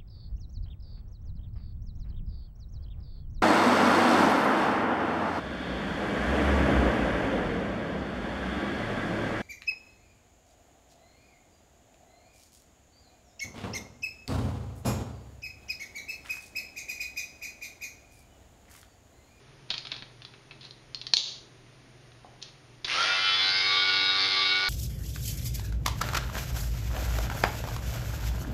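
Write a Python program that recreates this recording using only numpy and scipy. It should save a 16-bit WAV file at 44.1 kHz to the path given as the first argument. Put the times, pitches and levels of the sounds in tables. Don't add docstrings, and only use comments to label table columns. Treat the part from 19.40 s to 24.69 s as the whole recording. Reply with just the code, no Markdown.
import sys
import numpy as np
from scipy import signal
from scipy.fft import rfft, irfft, next_fast_len
from scipy.io import wavfile
from scipy.ndimage import uniform_filter1d, minimum_filter1d

SR = 44100
rng = np.random.default_rng(int(sys.argv[2]) if len(sys.argv) > 2 else 0)


def unload_audio(sound):
    columns = np.transpose(np.atleast_2d(sound))
    steps = np.round(np.clip(columns, -1, 1) * 32767)
    wavfile.write(sys.argv[1], SR, steps.astype(np.int16))


N = 233199
T = np.arange(N) / SR
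FRAMES = np.arange(0, N / SR + .01, 1 / 200)


def amp(db):
    return 10 ** (np.asarray(db) / 20)


def unit(x):
    return x / np.sqrt(np.mean(x ** 2) + 1e-20)


def read(points, hz):
    f, value = np.transpose(points)
    return np.interp(np.log(hz + 1), np.log(f + 1), value)


def curves(rows, at=T):
    s, *columns = np.transpose(rows)
    return [np.interp(at, s, c) for c in columns]


def add(mix, s, sound):
    part = mix[round(s * SR):][:len(sound)]
    part += sound[:len(part)]


def drift(per_s, at=T):
    knots = rng.standard_normal(4096)
    return np.interp(at * per_s, np.arange(len(knots)), knots) * np.sqrt(3 / 2)


def ring(gain_db, size=2048):
    log_gain = np.log(amp(gain_db(abs(np.fft.fftfreq(size, 1 / SR)))))
    minimum_phase = np.exp(np.conj(signal.hilbert(log_gain)))
    response = np.fft.ifft(minimum_phase).real
    return response / np.linalg.norm(response)


def colour(x, points):
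    return signal.oaconvolve(x, ring(lambda hz: read(points, hz)))[:N]


def equalise(x, points):
    size = next_fast_len(N + 2048, real=True)
    gain = amp(read(points, np.fft.rfftfreq(size, 1 / SR)))
    return irfft(rfft(x, size) * gain, size)[:N]


# start_s, speed_turns_per_s
MOTOR_SPEED = [(3.76, 95.3), (3.92, 95.3), (4.05, 95.67), (4.17, 96.17), (4.35, 96.4), (4.44, 96.95),
               (4.53, 96.82), (4.62, 97.1), (4.75, 97.0), (4.795, 96.1), (4.86, 96.15), (5.0, 96.6),
               (5.12, 97.05), (5.24, 97.3)]
SWITCH_ON_S, SPIN_UP_S = 3.447, .047


def shaft():
    spun = 1 - np.exp(-np.maximum(T - SWITCH_ON_S, 0) / SPIN_UP_S)
    flutter = 1 + .001 * drift(70)
    return np.cumsum(curves(MOTOR_SPEED)[0] * spun * flutter) / SR, spun


FREE_TURNS_PER_S, SAG_TURNS_PER_S = 97.1, 0.82
SURGE_S, SURGE_FADE_S = 0.19, 0.073
RAISE_AT_S, RAISE_S = 3.62, 0.6


def handheld(at):
    surge = np.exp(-np.maximum(at - SWITCH_ON_S - SURGE_S, 0) / SURGE_FADE_S)
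    drag = np.clip((FREE_TURNS_PER_S - curves(MOTOR_SPEED, at)[0]) / SAG_TURNS_PER_S, 0, 1)
    low = .5 + .5 * np.cos(np.pi * np.clip((at - RAISE_AT_S) / RAISE_S, 0, 1))
    return surge, drag, low


# start_s, ratio
ECHO_RATIO = [(3.6, 2.5), (3.85, 1.3), (4.0, 1.4), (4.11, 0.76), (4.21, 1.7), (4.33, 1.1), (4.45, 0.73),
              (4.75, 0.36), (4.88, 0.81), (5.29, 0.73)]
LATER_KNOCKS = [(.46, 0.66), (0.779, 0.24)]


def buzz(turns, spun, tick_from_hz=2600, wander=0.33, settle=4, play_order=44, play_per_s=33,
         steel_hz=4000, steel_width_hz=1700, surge_room_share=0.72):
    play, uneven_db = .26, .9
    echo = curves(ECHO_RATIO, FRAMES)[0]
    running = T > SWITCH_ON_S
    t = T[running]
    crank = np.exp(2j * np.pi * turns[running])
    rotor, tone = 1, 0
    for k, level in sorted(order_gains().items()):
        order_hz = k * FREE_TURNS_PER_S
        path = np.exp(2j * np.pi * rng.random()) + wander * (drift(6, FRAMES) + 1j * drift(6, FRAMES))
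        if order_hz > tick_from_hz:
            knocks = 1 + sum(strength * np.exp(-2j * np.pi * k * at) for at, strength in LATER_KNOCKS)
            path = knocks + echo * path
            path = path * np.exp(-2j * np.arctan(2 * (order_hz - steel_hz) / steel_width_hz))
        depth = play * min(k / play_order, 1) ** 0.64
        shiver = depth * (drift(play_per_s, FRAMES) + 1j * drift(play_per_s, FRAMES))
        rotor = rotor * crank
        envelope = np.interp(t, FRAMES, level * (path / abs(path) + shiver))
        tone = tone + (envelope * rotor).real
    tone *= amp(uneven_db * drift(190, t))
    tone = np.r_[np.zeros(N - len(t)), np.sqrt(2) * tone] * spun ** settle
    wet = np.clip(surge_room_share * handheld(T)[0], 0, 1)
    return np.sqrt(1 - wet) * tone + bathroom(np.sqrt(wet) * tone)


# order_multiple, level_db
ORDER_SHARES = [(1, -43.5), (2, -52.5), (3, -24.5), (4, -21.5), (5, -23.5), (6, -32), (7, -29.5), (8, -19),
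                (9, -21.5), (10, -32.5), (11, -21), (13, -20), (14, -20.5), (16, -19.5), (17, -20.5),
                (18, -24.5), (19, -19), (20, -22.5), (21, -21), (22, -10.5), (24, -13.5), (25, -20),
                (26, -25.5), (27, -21.5), (28, -11.5), (29, -13.5), (30, -23), (31, -16), (32, -10),
                (33, -21), (34, -13.5), (35, -8), (36, -9.5), (37, -8), (38, -17), (40, -17), (41, -9),
                (42, -26), (43, -10.5), (44, -12.5), (45, -9), (46, -17), (47, -24), (48, -11.5), (49, -17),
                (50, -18), (51, -9.5), (52, -17), (53, -12.5), (54, -20)]
# start_s, centre_hz
HEAD_AIM = [(3.87, 3320), (4.0, 3540), (4.11, 4800), (4.22, 4900), (4.32, 3770), (4.5, 4200), (4.81, 4330),
            (5.0, 3800), (5.29, 4260)]
WHINING_ORDERS = [12, 15, 23, 39]
# centre_hz, width_hz, peak_db, off_resonance_drop_db, away_from_skin_db, snag_damping_db
WHINE_RESONANCES = [(1159, 4.3, -38.5, 6, -6.5, 0), (1453, 2.3, -36.5, 10.5, 4, 5),
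                    (2248, 27, -33.5, 6.5, -16, 10), (3780, 26, -35, 6.5, -16.5, -1)]
# start_s, end_s, pitch_hz, peak_db
TONE_FLARES = [(3.63, 4.0, 2670, -40.5), (3.726, 3.96, 1430, -42.5), (3.71, 3.918, 4190, -44),
               (3.76, 4.128, 3430, -40), (3.77, 3.998, 1335, -39), (3.796, 3.99, 3050, -39.5),
               (3.83, 3.944, 3810, -41), (3.886, 4.01, 3240, -44), (3.95, 4.328, 2110, -42),
               (4.01, 4.16, 3930, -37.5), (4.01, 4.226, 1530, -40), (4.067, 4.24, 4510, -37.5),
               (4.086, 4.34, 5000, -38), (4.265, 4.422, 3760, -33.5), (4.269, 4.462, 4240, -39),
               (4.354, 4.436, 3190, -36.5), (4.402, 4.52, 2230, -34), (4.445, 4.802, 1455, -38.5),
               (4.45, 4.78, 2715, -43), (4.76, 4.946, 4520, -34), (4.766, 4.968, 5000, -46),
               (4.974, 5.212, 2230, -36.5), (5.076, 5.4, 1455, -34.5)]
TOUCH_AT_S, TOUCH_S = 4.27, 0.45


def order_gains(sway_db=2.0, low_sway_db=2.0, sway_per_s=8, evening=0.71, aim_db=4,
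                aim_width_hz=480, top_db=-23, top_fall_db=2.0, count=18):
    top_order = ORDER_SHARES[-1][0]
    fading = [(top_order + 0.5 + k, top_db - top_fall_db * k) for k in range(count)]
    order, db = np.transpose(list(ORDER_SHARES) + fading)
    order = np.round(order).astype(int)
    part = np.digitize(order, [1.5, 10.5, 26.5])
    speed, aim_hz = curves(MOTOR_SPEED, FRAMES)[0], curves(HEAD_AIM, FRAMES)[0]
    low = handheld(FRAMES)[2]
    held_low = np.sqrt(np.sqrt(low))
    aimed = np.exp(-((order[:, None] * speed - aim_hz) / aim_width_hz) ** 2)
    standing_out = db - uniform_filter1d(db, size=9)
    sway_depth_db = sway_db + low_sway_db * held_low
    sway = sway_depth_db * np.array([drift(sway_per_s, FRAMES) for _ in order])
    gain = amp(db[:, None] - evening * held_low * standing_out[:, None] + aim_db * aimed + sway)
    for p, level in enumerate(radiated()):
        gain[part == p] *= level / np.linalg.norm(gain[part == p], axis=0)
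    gains = dict(zip(order, gain))
    away = np.clip((TOUCH_AT_S - FRAMES) / TOUCH_S, 0, 1)
    for k, row in zip(WHINING_ORDERS, WHINE_RESONANCES):
        gains[k] = whine(k * speed, away, *row)
    for start, end, hz, flare_db in TONE_FLARES:
        k = round(hz / np.interp((start + end) / 2, FRAMES, speed))
        gains[k] = np.hypot(gains[k], flare(start, end, flare_db))
    return gains


# start_s, level_db
BLADE_TREBLE = [(3.5, -15.5), (3.528, -32.5), (3.772, -31.5), (3.9, -27), (4.05, -27), (4.26, -30.5),
                (4.36, -27.5), (4.45, -27.5), (4.65, -28.5), (4.85, -28.5), (5.016, -26.5), (5.288, -31)]


def radiated(imbalance_db=-60, motor_db=-46.0, motor_low_db=-4, motor_surge_db=7, housing_db=-41,
             housing_drag_db=4.5, housing_surge_db=-1.5, blade_db=-3.0, blade_surge_db=-1.0):
    surge, drag, low = handheld(FRAMES)
    return amp([np.full(len(FRAMES), imbalance_db),
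                motor_db + motor_low_db * low + motor_surge_db * surge,
                housing_db + housing_drag_db * drag + housing_surge_db * surge,
                curves(BLADE_TREBLE, FRAMES)[0] + blade_db + blade_surge_db * surge])


SNAG_AT_S, SNAG_S = 4.805, 0.023


def whine(order_hz, away, hz, width_hz, peak_db, drop_db, away_db, snag_db, waver_db=2.7):
    detuned = 1 - 1 / (1 + (2 * (order_hz - hz) / width_hz) ** 2)
    snag = np.exp(-((FRAMES - SNAG_AT_S) / SNAG_S) ** 2)
    waver = waver_db * drift(9, FRAMES)
    return amp(peak_db - drop_db * detuned + away_db * away - snag_db * snag + waver)


def flare(start, end, db):
    progress = np.clip((FRAMES - start) / (end - start), 0, 1)
    return amp(db) * np.sqrt(abs(np.sin(np.pi * progress)))


# centre_hz, level_db
TEETH_RATTLE = [(120, -36), (300, -8.5), (600, -10), (1000, -4), (1500, 2), (2200, 0.5), (2800, 0.5),
                (4000, 1.5), (5200, 0), (5800, -4), (7000, -17), (12000, -28)]


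def blade(turns, spun, drag_db=2, surge_db=7, return_stroke=0.29, room_db=-4):
    level_db, rub, rub_length_strokes = -42, .25, .11
    running = T > SWITCH_ON_S
    stroke = np.floor(2 * turns)
    strength = np.where(stroke % 2, return_stroke, 1)
    gate = rub + strength * np.exp(-(2 * turns - stroke) / rub_length_strokes)
    rattle = unit(colour(gate * rng.standard_normal(N) * running, TEETH_RATTLE))
    surge, drag, _ = handheld(T)
    rattle *= spun * amp(level_db + drag_db * drag + surge_db * surge)
    rattle *= np.sqrt(np.mean(running))
    return rattle + amp(room_db) * bathroom(rattle)


# start_s, level_db, brightness_hz, thud_db, chatter_t60_s, ring_hz
CONTACTS = [(0.3033, -15.5, 4080, -35, 0.013, 4450), (0.3053, -16, 3400, -20, 0.021, 3080),
            (0.3098, -24, 3700, -7, 0.017, 3940), (0.3125, -19.5, 3400, -8, 0.024, 3850),
            (0.3406, -19, 3330, -22, 0.022, 3870), (.3806, -19, 4160, -25, 0.0092, 4660),
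            (.452, -25.5, 3300, -21, 0.029, 3180), (0.4704, -25, 4050, -16, 0.019, 4300),
            (.5174, -21, 3870, -27, 0.019, 3800), (.5192, -19, 3500, -28, 0.011, 3330),
            (0.5219, -22.5, 2900, -16, 0.03, 2880), (.542, -29.5, 3550, -2, 0.012, 3470),
            (0.565, -27.5, 3900, -9, 0.033, 4180), (0.6236, -27, 2860, -12, 0.02, 3360),
            (.6275, -33, 2500, -4, 0.035, 2500), (0.82, -32, 3240, -26, 0.031, 2920),
            (.85, -27.5, 3780, -22, 0.018, 4170), (.938, -35.5, 2450, -2, 0.045, 2170),
            (1.110, -28.5, 2660, -1, 0.056, 2530), (1.210, -34.5, 4100, -15, 0.039, 4240),
            (1.2508, -30, 4050, -31, 0.025, 4180), (1.309, -30.5, 4120, -32, 0.017, 4160),
            (1.5469, -18, 4100, -30, 0.0086, 4270), (1.6147, -23, 3800, -23, 0.02, 4100),
            (1.668, -19.5, 3960, -27, 0.015, 4530), (1.7366, -1, 5330, -7, 0.014, 4280),
            (1.7692, -0.5, 4930, -36, 0.013, 4520), (2.719, -42, 2980, -20, 0.022, 2550),
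            (3.017, -35, 4200, -27, 0.022, 4200), (3.0256, -23, 5600, -29, 0.033, 3160),
            (3.4452, -18.5, 3930, -17, 0.03, 3700), (3.447, -16, 4200, -22, 0.036, 3730),
            (3.48, -28, 3500, -11, .02, 2860)]
# longest_delay_s, level_db
EARLY_ECHOES = [(.0031, -12.5), (.0046, -19), (.0085, -15), (0.0113, -16)]


def clicks(chatter_db=-3, chatter_s=0.013, rebound=0.38, rebound_s=0.001397, level_db=9,
           thud_limit_db=-38, room_db=-8, snap_room_db=5, snap_from_db=-10, ring_db=5, slips_per_s=9000):
    t = np.arange(4096) / SR
    direct, to_room = np.zeros(N), np.zeros(N)
    for s, db, bright_hz, low_db, t60, ring_hz in CONTACTS:
        chatter = slips(len(t), slips_per_s) * amp(-60 * t / t60)
        chatter_gain = amp(chatter_db) * t60 / chatter_s
        force = chatter_gain * chatter / np.linalg.norm(chatter)
        force[0] += 1
        force[round(rebound_s * rng.uniform(.8, 1.2) * SR)] += rebound

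        def contact(thud_db):
            sound = signal.fftconvolve(force, plastic(bright_hz, thud_db, ring_hz, ring_db))
            return sound * amp(db + level_db) / np.linalg.norm(sound)

        sound = contact(low_db)
        add(direct, s, sound)
        for delay, echo_db in EARLY_ECHOES:
            add(direct, s + delay * rng.uniform(.9, 1.0), sound * amp(echo_db))
        room_gain = amp(room_db + snap_room_db * (db > snap_from_db))
        add(to_room, s, contact(min(low_db, thud_limit_db - db)) * room_gain)
    return direct + bathroom(to_room)


# start_s, length_s, level_db, brightness_hz, thud_db
RAIL_SCRAPES = [(0.281, 0.13, -49, 3380, -5), (0.482, 0.14, -50.5, 2930, -12),
                (1.202, 0.093, -53, 3870, -16), (3.014, 0.1, -55.5, 3700, -14)]
# start_s, level_db
HAND_BUMPS = [(2.847, -44), (2.866, -65)]
# pitch_hz, level_db, t60_s
HANDLE_MODES = [(570, -11, 0.041), (740, 0.5, 0.035), (814, -4, 0.043), (1016, -10.5, 0.054)]


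def handling(scrape_room_db=-10, bump_room_db=-3, grain_db=0.5, slips_per_s=3500):
    scrapes, bumps = np.zeros(N), np.zeros(N)
    friction = slips(N, slips_per_s) * amp(grain_db * drift(400))
    for s, length, db, bright_hz, low_db in RAIL_SCRAPES:
        stroke = np.sin(np.pi * np.clip((T - s) / length, 0, 1))
        rubbed = unit(signal.oaconvolve(friction, plastic(bright_hz, low_db))[:N])
        scrapes += amp(db) * stroke * rubbed
    t = np.arange(8192) / SR
    knock = sum(amp(db - 60 * t / t60) * np.sin(2 * np.pi * hz * t) for hz, db, t60 in HANDLE_MODES)
    for s, db in HAND_BUMPS:
        add(bumps, s, amp(db) * knock)
    return scrapes + bumps + bathroom(amp(scrape_room_db) * scrapes + amp(bump_room_db) * bumps)


def slips(size, per_s):
    return rng.standard_normal(size) * (rng.random(size) < per_s / SR)


# centre_hz, level_db
PLASTIC_BODY = [(150, -13.5), (700, -14.5), (1400, -13), (2100, -12), (2650, -5), (3050, -7), (3500, -1),
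                (4300, -1), (4650, -5.5), (4900, -5.5), (6200, -18.5), (7200, -23.5), (12000, -55.5)]


def plastic(bright_hz, thud_db, ring_hz=4000, ring_db=0, ring_width_hz=280, tilt_db=18, centre_hz=4000,
            body_db=17, ripple_db=0.9, ripple_hz=260):
    tilt = tilt_db * np.log2(bright_hz / centre_hz)

    def gain_db(hz):
        tilted = tilt * np.log2(np.clip(hz, 2500, 6500) / centre_hz)
        mode = ring_db / (1 + (2 * (hz - ring_hz) / ring_width_hz) ** 2)
        ripple = ripple_db * drift(1 / ripple_hz, hz)
        thud = 0.3 * (thud_db + body_db) / (1 + (hz / 2850) ** 8)
        return read(PLASTIC_BODY, hz) + tilted + mode + ripple + thud

    return ring(gain_db, size=1024)


# centre_hz, t60_s
BATHROOM_DECAY = [(150, 0.34), (500, 0.63), (1500, 0.48), (4000, 0.41), (7000, 0.5), (12000, 0.12)]


def bathroom(x, first_wall_s=0.002):
    hz, t, z = signal.stft(rng.standard_normal(SR), SR, nperseg=256)
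    decay = amp(-60 * t / read(BATHROOM_DECAY, hz)[:, None])
    tail = signal.istft(z * decay, SR, nperseg=256)[1]
    tail *= np.clip(np.arange(len(tail)) / SR / first_wall_s - 1, 0, 1)
    return signal.fftconvolve(x, tail / np.linalg.norm(tail))[:N]


# centre_hz, level_db
STILL_AIR = [(15, -36.5), (25, -6.5), (91, -10.5), (103, -13), (127, -4), (169, -13), (394, -11.5),
             (499, -17.5), (662, -16.5), (763, -19.5), (1250, -22), (1550, -22.5), (1960, -21.5),
             (7000, -31.5), (9100, -64.5), (15400, -120)]
# pitch_hz, level_db
ROOM_HUM = [(119.8, -61.5), (141, -65), (398, -75)]


def room_tone(air_db=-57.5, waver_db=2.0, hiss_db=-70):
    air = unit(equalise(rng.standard_normal(N), STILL_AIR))
    hum = 0
    for hz, db in ROOM_HUM:
        level = amp(db + waver_db * drift(5.1)) * np.sqrt(2)
        hum = hum + level * np.sin(2 * np.pi * hz * T + 0.67 * drift(5.1))
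    return amp(air_db) * air + hum + amp(hiss_db) * rng.standard_normal(N)


def scene():
    turns, spun = shaft()
    return (clicks() + handling() + buzz(turns, spun) + blade(turns, spun) + room_tone())[None]


# centre_hz, gain_db
TONE_BALANCE = [(35, -0.5), (90, 0.5), (6600, 2.5), (7200, -2), (7600, -32), (8100, -19.5), (8500, 1.5),
                (9900, 7.5), (10600, -12.5), (11800, -10.5), (12400, -3)]


def record(dry, threshold_db=-19, squeeze=1.0, recovery_db_per_s=95, hold_samples=2401, edge_hz=12650):
    power = signal.lfilter(np.ones(128) / 128, [1], dry[0] ** 2)
    power_db = 10 * np.log10(power + 1e-12)
    held_db = -minimum_filter1d(-power_db, hold_samples, origin=hold_samples // 2)
    fall = T * recovery_db_per_s
    recovering_db = np.maximum.accumulate(held_db + fall) - fall
    over_db = np.maximum(recovering_db - threshold_db, 0)
    smooth_db = signal.lfilter([1 / 200], [1, 1 / 200 - 1], over_db)
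    ducked = dry[0] * amp(-squeeze * smooth_db)
    heard = equalise(ducked, TONE_BALANCE)
    band_limit = signal.firwin(511, edge_hz, window=("kaiser", 9), fs=SR)
    return signal.oaconvolve(heard, band_limit, "same")[None]


dry = scene()
out = record(dry)
unload_audio(out)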